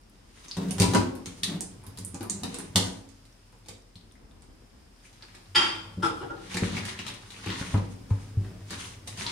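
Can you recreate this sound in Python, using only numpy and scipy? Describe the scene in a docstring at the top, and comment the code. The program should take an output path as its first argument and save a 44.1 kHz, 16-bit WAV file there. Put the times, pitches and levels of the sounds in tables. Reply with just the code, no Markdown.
"""A tiled bathroom, a pair of microphone ports close to the bathtub: soft food and its juice drop in
between two rubber boots as popping, smacking, spraying drops; a tin is knocked nearby as ringing noise.
A boot then peels free in coloured jerks, presses the heap, drags it back and shifts its weight: bubbles
and hiss squelch, the tub booms in its modes, the tiles answer in fading noise. A quiet house lies beneath."""
import sys
import numpy as np
from scipy import signal
from scipy.fft import rfft, irfft, next_fast_len
from scipy.io import wavfile
from scipy.ndimage import map_coordinates

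SR = 44100
rng = np.random.default_rng(int(sys.argv[2]) if len(sys.argv) > 2 else 0)


def persist_wave(psi):
    """Save psi, clipped to +-1, as 16-bit WAV."""
    counts = np.round(np.clip(psi, -1, 1) * 32767).astype(np.int16)
    wavfile.write(sys.argv[1], SR, np.atleast_2d(counts).T)


N = 410571  # length in samples

# All levels of the sources in the tables are before the balance set in scene().
# The quiet house. Each row: frequency in Hz, level in dB per Hz (relative).
HOUSE_SPECTRUM = [(21, -44.5), (36, -7.5), (62, -1.5), (151, -13.5), (211, -8.5), (633, -19.5),
                  (757, -18.5), (1030, -20), (3340, -26.5), (5040, -32), (7390, -32), (9070, -34.5),
                  (12000, -37.5), (14800, -41), (16400, -63.5)]
# How the house swells and sinks. Each row: time in seconds, rumble in dB, hiss in dB.
HOUSE_LEVELS = [(0, -60, -66), (1, -54.5, -59.5), (3.2, -64, -62.5), (3.9, -62, -65.5), (4.3, -54, -65.5),
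                (4.8, -58.5, -64), (5.5, -64, -60), (8, -58, -59.5), (9.31, -64, -61)]
# How alike the house reaches both ports. Each row: frequency in Hz, left-right likeness (1 is mono).
HOUSE_LIKENESS = [(60, 0.81), (180, 0.91), (550, 0), (1650, 0), (4970, 0), (15000, 0)]
# Two bands where the house hiss is stronger. Each row: centre in Hz, width in Hz, strength in dB.
HISS_BANDS = [(5090, 350, 9.5), (9300, 590, -5.5)]
HUM_HZ, HUM_DB = 40.9, -55.5  # a low steady hum

# Modes of the tub. Each row: frequency in Hz, level in dB, 60 dB decay in seconds when free to ring.
TUB_MODES = [(50, -22.5, 0.96), (99.9, -1, 0.31), (182, 2.5, 0.3), (216, -7.5, 0.64), (271.7, -10.5, 0.89),
             (332, -12.5, 0.29), (386, -11, 0.29), (475, -16, 0.62), (567, -20, 0.42)]
# The second tub mode, stirred by shifting weight. Each row: time in seconds, level in dB.
SWAY_LEVELS = [(0.5, -69), (0.79, -39.5), (0.97, -28.5), (1.26, -58.5), (1.9, -48.5), (2.6, -52),
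               (2.85, -40.5), (3.03, -59), (4.1, -65), (5.04, -67.5), (5.92, -47), (6.44, -54.5),
               (6.76, -39), (6.93, -47), (7.37, -55), (7.52, -42.5), (8.18, -51.5), (8.3, -45.5),
               (9.06, -47.5), (9.31, -44)]
# Blows on the tub floor. Each row: start in seconds, level in dB, hardness in dB (lift of the upper modes),
# rise in seconds, freedom to ring (factor on the decay times).
BLOWS = [(0.57, -28, 3.5, 0.03, 0.72), (0.8, -8, -9.5, 0.024, 0.53), (0.947, -26, -2.5, 0.013, 0.84),
         (1.269, -40, -1.5, 0.0076, 0.73), (1.43, -37, -3, 0.013, 0.5), (1.604, -42.5, 0, 0.027, 1),
         (1.864, -38.5, -5.5, 0.013, 0.57), (1.986, -37.5, -2.5, 0.018, 0.73), (2.14, -37, 4, 0.015, 0.43),
         (2.206, -36, -14, 0.014, 1), (2.298, -48, -17, 0.023, 0.9), (2.431, -29, -4, 0.023, 0.46),
         (2.543, -39, 2, 0.024, 0.04), (2.754, -19.5, -4, 0.014, 1), (3.687, -49, -3.5, 0.0084, 0.7),
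         (3.952, -46, -7.5, 0.015, 0.8), (5.568, -43, 13.5, 0.031, 0.54), (5.971, -27, -4, 0.023, 0.84),
         (6.546, -31.5, 1, 0.01, 1), (6.621, -17, -3.5, 0.0037, 0.52), (6.991, -39, -3, 0.031, 1),
         (7.464, -27.5, -8, 0.021, 0.93), (7.611, -17, -3.5, 0.0095, 0.07), (7.741, -15, -12.5, 0.0057, 1),
         (8.11, -14.5, -25, 0.0075, 0.74), (8.371, -17, -21, 0.011, 0.75), (8.705, -37, 3.5, 0.025, 0.4),
         (9.073, -40, -14, 0.023, 0.8)]

# Juice runs out or the sole squeezes the heap. Each row: time of full pressure in seconds, swell in seconds,
# hold in seconds, squelch in dB, tub rumble in dB, froth over squelch in dB.
SQUEEZES = [(0.495, 0.27, 0.05, -51.5, -80, -2.5), (0.612, 0.029, 0.075, -50, -34, -3),
            (0.804, .04, 0.11, -37, -34, -2), (0.975, .03, .05, -52, -42, 0),
            (1.29, 0.12, 0.15, -58, -55, 1.5), (1.489, 0.066, 0.036, -46, -35.5, -10),
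            (2.0, .1, .2, -71, -58, 6), (2.324, 0.046, 0.083, -64, -41.5, 12),
            (2.482, .06, 0.14, -48.5, -46.5, -3), (2.809, 0.054, 0.055, -42.5, -41, 3.5),
            (5.05, .04, .02, -60, -68, 2), (5.21, 0.078, 0.18, -56.5, -72, -13),
            (6.534, .12, 0.15, -36.5, -48.5, -8), (6.732, .04, 0.053, -36, -43.5, -13),
            (6.846, 0.022, 0.054, -36.5, -64, -8.5), (6.991, .003, 0.0094, -40.5, -57, -16),
            (7.064, 0.033, 0.038, -40, -48, -17), (7.375, 0.32, 0.11, -46, -58, -6),
            (7.477, 0.048, 0.045, -32.5, -48, -20), (7.59, 0.084, 0.12, -39, -42, -6),
            (7.895, .04, 0.016, -59.5, -62, 2), (8.102, .03, 0.16, -56.5, -50, -1.5),
            (8.418, 0.022, 0.082, -60.5, -45.5, -4.5), (8.709, 0.016, 0.017, -37, -55, -15),
            (8.811, 0.13, 0.031, -39.5, -70, -1.5), (9.072, 0.0093, 0.013, -44, -56, -1.5),
            (9.201, 0.043, 0.027, -33, -47.5, -4.5), (9.267, 0.014, 0.019, -33.5, -46, -20)]
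SWELL_DB, FADE_DB_PER_S = 16, 150  # rise over one swell time; fall after the hold
# Hiss of the squeezed mush. Each row: frequency in Hz, level in dB per Hz (relative).
MUSH_SPECTRUM = [(180, -38.5), (300, -34.5), (384, 4.5), (417, -16), (656, -18), (951, -2.5), (1320, -6),
                 (1600, -9), (2000, -4.5), (2450, -7), (2950, -5), (3920, -5.5), (8000, -19),
                 (10400, -52.5), (17600, -120)]
# The finest bubbles. Each row: frequency in Hz, level in dB per Hz (relative).
FROTH_SPECTRUM = [(3000, -34), (6000, -0.5), (8000, -7.5), (9200, -4.5), (11000, -14.5), (14500, -27),
                  (16000, -40.5)]

# Wet drops and snaps. Each row: start in seconds, pop in dB, nominal pop pitch in Hz, cycles until the pop
# is loudest, smack in dB, spray in dB, left over right in dB (pop and spray only).
DROPS = [(0.4452, -40, 3300, 1.2, -55, -45.5, 2), (0.4827, -25.5, 6030, 2.2, -59, -47, 1),
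         (0.512, -15.5, 4900, 1.5, -72, -48, -1), (0.5684, -42, 1910, 2.3, -30, -34.5, 1),
         (0.686, -50, 2000, 1.5, -44, -44, 2.0), (0.7082, -17, 9340, 2.4, -36, -29, -2.5),
         (0.7823, -34, 1770, 1.3, -32, -29.5, 0), (0.7993, -13, 9000, 2.2, -26, -18, 0),
         (0.8184, -17.5, 2540, 3.2, -23, -16.5, 0), (0.8394, -24, 4720, 2.2, -28, -31, 6),
         (0.9355, -39, 1860, 1.7, -24, -24, 2), (0.9477, -14, 6670, 2.5, -16.5, -20, -2.5),
         (0.9702, -17.5, 4900, 2, -28.5, -49, 2), (1.1527, -34, 10500, 3.1, -44, -47, -1.5),
         (1.2582, -21, 6230, 1.7, -39.5, -32.5, 0), (1.433, -9.5, 3500, 3, -46.5, -20, -1),
         (1.607, -7, 8970, 0.76, -41, -46, -0.5), (1.8372, -41, 9600, 2.2, -47, -67, -12),
         (1.8654, -31.5, 9700, 4.5, -48, -46.5, -2), (1.9734, -32, 9350, 3.6, -51, -39.5, 1),
         (1.9862, -14, 9100, 0.36, -52, -48.5, -2.0), (2.0481, -16, 9200, 2.2, -71, -69, -2),
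         (2.144, -25, 7040, 3.3, -38, -40.5, -1), (2.2078, -45, 1630, 1.5, -33, -37.5, 2),
         (2.2296, -25, 10300, 2.8, -37, -45, 0), (2.2972, -11, 6640, 3.9, -51, -30.5, -1.5),
         (2.4337, -32, 3900, 2.7, -32.5, -27, 1), (2.5426, -25.5, 6800, 5.1, -38, -33.5, -2),
         (2.586, -20, 8800, 2.5, -39.5, -44, -2), (2.7579, -5, 3470, 2.4, -22, -11, 2),
         (3.0894, -45, 7600, 1.95, -86, -57, -19), (3.2525, -50, 3960, 2.05, -71, -53, -5),
         (3.5277, -56, 1770, 1.7, -51.5, -60, 0.0), (3.6602, -51, 3800, 1.2, -54.5, -50, 2),
         (3.685, -35, 8950, 1.6, -44, -35.5, -3.5), (3.9552, -33.5, 3940, 2.4, -65, -50.5, 1),
         (4.1535, -46, 2030, 1.8, -71, -65, 2.5), (4.421, -38.5, 9100, 1.3, -54.5, -53, -3),
         (5.0508, -42.5, 2310, 2.5, -74, -62, 1), (5.1294, -55, 2180, 1.7, -69, -51, 1),
         (5.223, -29, 4470, 2.1, -50, -53, 0), (5.3486, -38, 2280, 1.6, -51.5, -44.5, 0),
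         (6.5435, -20.5, 2800, 1.4, -37.5, -30.5, -1), (6.5692, -17.5, 1920, 2.5, -32.5, -26.5, 2),
         (6.7677, -18, 2390, 2.1, -37, -34.5, 0), (6.852, -30, 1830, 3.1, -62, -32, -2),
         (6.891, -33, 2360, 4.4, -59, -60, -2), (6.9496, -31, 1930, 1.6, -54, -59, 3),
         (6.99, -16.5, 3020, 0.77, -49, -37, -2), (7.066, -20.5, 3520, 0.85, -44, -33, 4),
         (7.0796, -19, 3800, 1.3, -47, -35, -4), (7.1392, -33, 2680, 1.9, -60, -43, 7),
         (7.304, -30.5, 3880, 1.6, -53, -41.5, 3), (7.364, -32, 2740, 1.4, -53, -57, 0),
         (7.4609, -23, 2820, 1.3, -30, -35, 2.0), (7.4984, -24.5, 1840, 2.1, -48, -48, 4),
         (7.7403, -27.5, 2400, 1.9, -24.5, -52, -1), (8.1048, -55, 2600, 2.2, -37.5, -49, 4),
         (8.4474, -35, 1845, 0.83, -50, -53, 0.5), (8.7059, -33, 1630, 2.2, -43, -31, 0),
         (9.0748, -38, 4100, 3.1, -41.5, -31.5, 1), (9.174, -35, 2970, 1.9, -41.5, -37, 0),
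         (9.264, -15, 4000, 2.8, -40, -45, 1)]
# The smack of the heavy mass. Each row: frequency in Hz, level in dB per Hz (relative).
SMACK_SPECTRUM = [(150, -25.5), (250, -3), (563, -15), (599, -19.5), (768, -14.5), (976, -12),
                  (1050, -17.5), (3000, -33), (3900, -57), (6600, -120)]
# The spray. Each row: frequency in Hz, level in dB per Hz (relative).
SPRAY_SPECTRUM = [(710, -44), (1200, -2.5), (1460, -26), (1640, -21), (1750, -6), (3470, -6), (3740, -1),
                  (7570, -6.5), (8820, -7.5), (14700, -23.5), (16000, -34)]

# Clatter of the tin. Each row: start in seconds, level in dB, rise in seconds, 60 dB decay in seconds.
TIN_KNOCKS = [(5.546, -34, 0.0052, 0.064), (5.557, -30, 0.0005, 0.0057), (5.562, -31, 0.0071, 0.53)]
# Modes of the tin shell. Each row: frequency in Hz, width in Hz, strength in dB.
TIN_MODES = [(327.8, 5.9, 16), (865, 78, 14), (1130, 41, 7), (1364, 29, 13), (1470, 14, -5), (1830, 44, -4),
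             (2740, 50, -7), (3045, 40, 9), (3190, 48, 21), (3210, 30, 14.5), (3480, 260, 4.5),
             (3750, 27, -10), (4720, 84, 17.5), (4850, 80, 17.5), (5170, 110, 13.5), (9000, 220, 7)]
# Contact noise of the tin. Each row: frequency in Hz, level in dB per Hz (relative).
CLATTER_SPECTRUM = [(120, -16.5), (280, -2.5), (600, -14), (1300, 0), (3000, -4), (5000, -13),
                    (9000, -20.5), (12000, -33), (16000, -53.5)]

# A boot peels off the enamel in jerks. Each row: start in seconds, level in dB, rise in seconds,
# 60 dB decay in seconds, treble tilt in dB per octave (gentler below about 1500 Hz).
BOOT_PEELS = [(6.02, -34, 0.016, 0.059, -1.5), (6.04, -41, 0.0092, 0.12, 1), (6.12, -58.5, 0.055, 0.3, 5),
              (6.431, -64, 0.016, 0.21, -25), (6.2, -46, 0.026, 0.089, -7.5),
              (6.289, -46.5, 0.01, 0.11, -13.5), (6.37, -58, 0.0094, .25, -23)]
# Resonances of the hollow boot. 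Each row: frequency in Hz, width in Hz, strength in dB.
BOOT_MODES = [(326, 25, 5), (478, 39, 13.5), (550, 28, -2), (775, 47, 16), (874, 17, 0), (1314, 14, 9.5),
              (1405, 39, 10.5), (1530, 26, -18), (3230, 380, 11.5), (5230, 170, 16.5)]
# Noise of the peeling rubber. Each row: frequency in Hz, level in dB per Hz (relative).
RUBBER_SPECTRUM = [(150, -6), (400, 0), (650, -11), (1400, 0.5), (2000, -13.5), (5000, -20.5), (9000, -22),
                   (12000, -32), (16000, -49.5)]

# The tiled room. Each row: frequency in Hz, 60 dB decay in seconds.
TILE_DECAYS = [(100, 0.66), (500, 0.68), (1500, 0.44), (4000, 0.39), (10000, 0.32), (16000, 0.13)]
# Unequal colour of the ports. Each row: frequency in Hz, left over right in dB.
PORT_BALANCE = [(60, 2), (130, 0), (290, 2.0), (640, 2), (1410, 1), (3100, 2), (6820, -1), (15000, 1.5)]
# The right port rings. Each row: frequency in Hz, width in Hz, strength in dB.
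RIGHT_PORT_RING = [(9180, 770, 2.5)]
LOW_HZ, TOP_HZ = 35.2, 16300  # bass cut and band limit of the microphone


def amp(db):
    """dB to gain."""
    return 10 ** (np.asarray(db) / 20)


def unit(x):
    """Scaled to rms 1."""
    return x / np.sqrt(np.mean(x ** 2) + 1e-20)


def along(points, hz):
    """Values between (Hz, value) points on a log frequency axis."""
    f, v = np.transpose(points)
    return np.interp(np.log(hz + 1), np.log(f + 1), v)


def coloured(spectrum):
    """The gain over frequency of a dB spectrum."""
    return lambda hz: amp(along(spectrum, hz))


def even(spectrum):
    """The colour of a spectrum, scaled so that white noise keeps its power."""
    return lambda hz: unit(amp(along(spectrum, hz)))


def curve(rows, column):
    """One gain per sample from a dB column."""
    s, db = np.transpose(rows)[[0, column]]
    return amp(np.interp(np.arange(N) / SR, s, db))


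def wobble(rate):
    """A smooth random curve, rate knots a second."""
    knots = rng.standard_normal(int(N * rate / SR) + 4)
    return map_coordinates(knots, [np.arange(N) * rate / SR])


def filtered(x, response):
    """x passed through a complex response of frequency."""
    m = next_fast_len(N + SR // 2)
    return irfft(rfft(x, m) * response(np.fft.rfftfreq(m, 1 / SR)), m)[..., :N]


def resonances(table):
    """The response of (Hz, width, dB) resonances side by side, with alternating sign."""
    def response(hz):
        total = 0
        for k, (centre, width, db) in enumerate(table):
            damping = 1j * hz * width
            total = total + (-1) ** k * amp(db) * damping / (centre ** 2 - hz ** 2 + damping)
        return total
    return response


def add(track, s, sound):
    """Lay a sound on a track at s seconds, cut at the end of the track."""
    part = track[..., round(s * SR):][..., :sound.shape[-1]]
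    part += sound[..., :part.shape[-1]]


def ring(modes, t, spread_db, shorten):
    """Modes at random strengths and phases, each fading at its own speed."""
    hz, db, t60 = np.transpose(modes)[..., None]
    db = db + spread_db * rng.standard_normal(hz.shape)
    phase = rng.random(hz.shape)
    fade = amp(db - 60 * t / (shorten * t60))
    return np.sum(fade * np.sin(2 * np.pi * (hz * t + phase)), axis=0)


def bubbles(count, mid_hz, cycles):
    """Short damped pops at random times, pitches and sizes, placed at random between the ports."""
    at, pitch, size, pan = rng.random((4, count, 1))
    k = np.arange(200)
    turns = mid_hz * 3.5 ** (pitch - .5) * k / SR
    loudness = amp(-6 * np.log(size + 0.14))
    pops = loudness * np.exp(-turns / cycles) * np.sin(2 * np.pi * turns)
    where = ((at * N).astype(int) + k).ravel()
    sides = [np.bincount(where, (pops * side).ravel(), N + 200)[:N] for side in (pan, 1 - pan)]
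    return unit(np.array(sides))


def jolt(rise, t60, colour, lumpy_db):
    """Half a second of lumpy contact noise through a body, rms 1."""
    t = np.arange(SR // 2) / SR
    lumps = amp(lumpy_db * np.interp(t, np.arange(100) / 200, rng.standard_normal(100)))
    envelope = (1 - np.exp(-(t / rise) ** 2)) * amp(-60 * t / t60)
    contact = envelope * lumps * rng.standard_normal(len(t))
    return unit(irfft(rfft(contact) * colour(np.fft.rfftfreq(len(t), 1 / SR)), len(t)))


def pressure():
    """Gains of squelch, rumble and froth: every press swells, holds and fades."""
    s, swell, hold, squelch_db, rumble_db, froth_db = np.transpose(SQUEEZES)[..., None]
    t = np.arange(0, N, 32) / SR  # every 32nd sample is fine enough
    rise_db = SWELL_DB * np.minimum(t - s, 0) / swell
    fall_db = FADE_DB_PER_S * np.maximum(t - s - hold, 0)

    def total(db):
        power_sum = np.linalg.norm(amp(db + rise_db - fall_db), axis=0)
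        return np.interp(np.arange(N) / SR, t, power_sum)
    return total(squelch_db), total(rumble_db), total(squelch_db + froth_db)


def hush():
    """Distant rumble, hiss and a hum; mid and side shares make the bass near mono."""
    def mid_side_shape(hz):
        angle = np.arccos(np.clip(along(HOUSE_LIKENESS, hz), -1, 1)) / 2
        return amp(along(HOUSE_SPECTRUM, hz)) * [np.cos(angle), np.sin(angle)]

    mid, side = filtered(rng.standard_normal((2, N)), mid_side_shape)
    both = np.array([mid + side, mid - side])
    low = filtered(both, lambda hz: 1 / (1 + (hz / 700) ** 2))
    high = filtered(both - low, lambda hz: 1 + np.abs(resonances(HISS_BANDS)(hz)))
    rumble = amp(1.4 * wobble(32)) * curve(HOUSE_LEVELS, column=1) * unit(low)
    hiss = amp(0.27 * wobble(11)) * curve(HOUSE_LEVELS, column=2) * unit(high)
    hum_phase = 2 * np.pi * HUM_HZ * np.arange(N) / SR + 0.68 * wobble(2.0)
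    hum = amp(HUM_DB + 1.2 * wobble(7.5)) * np.sin(hum_phase)
    return rumble + hiss + hum


def tub():
    """Blows and shifting weight drive the tub's modes; a harder blow wakes more of the upper ones."""
    # the load of the boots widens the modes
    loaded = resonances([(hz, 5 / t60, db) for hz, db, t60 in TUB_MODES[2:]])
    uneven_push = amp(2.4 * wobble(11)) * rng.standard_normal(N)
    rumble = pressure()[1] * unit(filtered(uneven_push, loaded))
    sway_mode = resonances([(TUB_MODES[1][0], 14, 0)])
    sway = curve(SWAY_LEVELS, column=1) * unit(filtered(rng.standard_normal(N), sway_mode))
    boom, t = np.zeros(N), np.arange(SR * 3 // 4) / SR
    for s, db, hard_db, rise, free in BLOWS:
        struck = [(hz, level + hard_db * (hz > 140), t60) for hz, level, t60 in TUB_MODES]
        onset = 1 - np.exp(-t / rise * 3)
        add(boom, s, amp(db) * onset * ring(struck, t, spread_db=1.76, shorten=free))
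    return rumble + sway + boom


def settling():
    """The heap settles: rare, faint, high pops."""
    return amp(-71.5) * bubbles(count=120, mid_hz=5990, cycles=2.9)


def squelch():
    """Pops and hiss squeezed out of the mush in clumps; froth on top."""
    push, _, fizz = pressure()
    hiss = unit(filtered(rng.standard_normal((2, N)), coloured(MUSH_SPECTRUM)))
    froth = unit(filtered(rng.standard_normal((2, N)), coloured(FROTH_SPECTRUM)))
    body = hiss + 0.73 * bubbles(count=1200, mid_hz=2730, cycles=1.4)
    clumps = amp(2.5 * wobble(45))
    return clumps * (push * body + fizz * froth)


def splats():
    """A burst pocket of air chirps upward just after the wet mass smacks the enamel and sprays."""
    pops, smacks, spray = np.zeros((3, 2, N))
    t = np.arange(SR // 20) / SR
    spurt = amp(-60 * t / 0.014) * (1 - np.exp(-t / 0.00044))
    spurt /= spurt.max()
    for s, pop_db, hz, cycles, smack_db, spray_db, pan_db in DROPS:
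        side = amp([[pan_db / 2], [-pan_db / 2]])
        turns = hz * t
        swell = turns / cycles * np.exp(1 - turns / cycles)
        chirp = np.sin(2 * np.pi * turns * (0.815 + 0.0277 * np.minimum(turns, 12)))
        add(pops, s + .0008, side * amp(pop_db) * swell * chirp)
        add(smacks, s, amp(smack_db - 60 * t / 0.081) * rng.standard_normal(len(t)))
        add(spray, s, side * amp(spray_db) * spurt * rng.standard_normal((2, len(t))))
    return pops, filtered(smacks, even(SMACK_SPECTRUM)) + filtered(spray, even(SPRAY_SPECTRUM))


def tin():
    """Thin metal clatters: rough contact noise, part of it ringing in the shell's modes."""
    out, shell = np.zeros(N), resonances(TIN_MODES)
    colour = lambda hz: amp(along(CLATTER_SPECTRUM, hz)) * (1.14 + shell(hz))
    for s, db, rise, t60 in TIN_KNOCKS:
        add(out, s, amp(db) * jolt(rise, t60, colour, lumpy_db=1.5))
    return out


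def boot():
    """The lifting sole sucks free; the hollow boot colours each jerk."""
    out, hollow = np.zeros(N), resonances(BOOT_MODES)
    for s, db, rise, t60, tilt_db in BOOT_PEELS:
        def colour(hz):
            rubber_db = along(RUBBER_SPECTRUM, hz) + tilt_db * np.log2(1 + hz / 1500)
            return amp(rubber_db) * (1.27 + hollow(hz))
        add(out, s, amp(db) * jolt(rise, t60, colour, lumpy_db=0.0))
    return out


def bathroom(x):
    """Fading noise: a short answer of the tub walls, then tiles where each frequency dies at its own speed."""
    out, step = np.zeros((2, N)), SR // 4
    for start in range(0, N, step):  # a fresh random pattern every quarter second
        hz, t, z = signal.stft(rng.standard_normal((2, SR * 2 // 3)), SR, nperseg=256)
        tiles = amp(-60 * t / along(TILE_DECAYS, hz)[:, None])
        tub_walls = 0.55 * amp(-60 * t / 0.093)
        tail = signal.istft(z * (tiles + tub_walls), SR, nperseg=256)[1]
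        tail /= np.linalg.norm(tail[0])
        add(out, start / SR + .002, signal.fftconvolve(x[:, start:start + step], tail, axes=1))
    return out


def scene():
    """Bright sounds fill the room; the direct boom of the tub reaches both ports alike."""
    house, boom = hush(), tub()
    mush = squelch() + settling()
    pops, drops = splats()
    jolts = tin() + boot()
    # the tub's boom is echoed mainly above about 150 Hz; its deepest notes stay dry
    upper = filtered(boom, lambda hz: hz ** 3 / (hz ** 3 + 150 ** 3))
    to_room = amp(-5.0) * pops + amp(1.0) * drops + amp(-10) * mush + amp(-1.5) * jolts + amp(-3.0) * upper
    echo = bathroom(to_room)
    mid, side = (echo[0] + echo[1]) / 2, (echo[0] - echo[1]) / 2
    side = filtered(side, lambda hz: hz ** 3 / (hz ** 3 + 230 ** 3))  # the bass of the echo is near mono
    room = np.array([mid + side, mid - side])
    direct = amp(-7.5) * pops + amp(-3.5) * drops + amp(-7.5) * mush + amp(-9.5) * jolts + boom
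    return direct + room + house


def record(dry):
    """Two ports of unequal colour, with a steep bass cut and nothing above the band limit."""
    def microphone(hz):
        balance = amp(along(PORT_BALANCE, hz) * [[.5], [-.5]])
        right_ring = 1 + [[0], [1]] * resonances(RIGHT_PORT_RING)(hz)
        bass_cut = hz ** 8 / (hz ** 8 + LOW_HZ ** 8)
        return balance * right_ring * bass_cut * (hz < TOP_HZ)
    return filtered(dry, microphone)


dry = scene()
out = record(dry)
persist_wave(out)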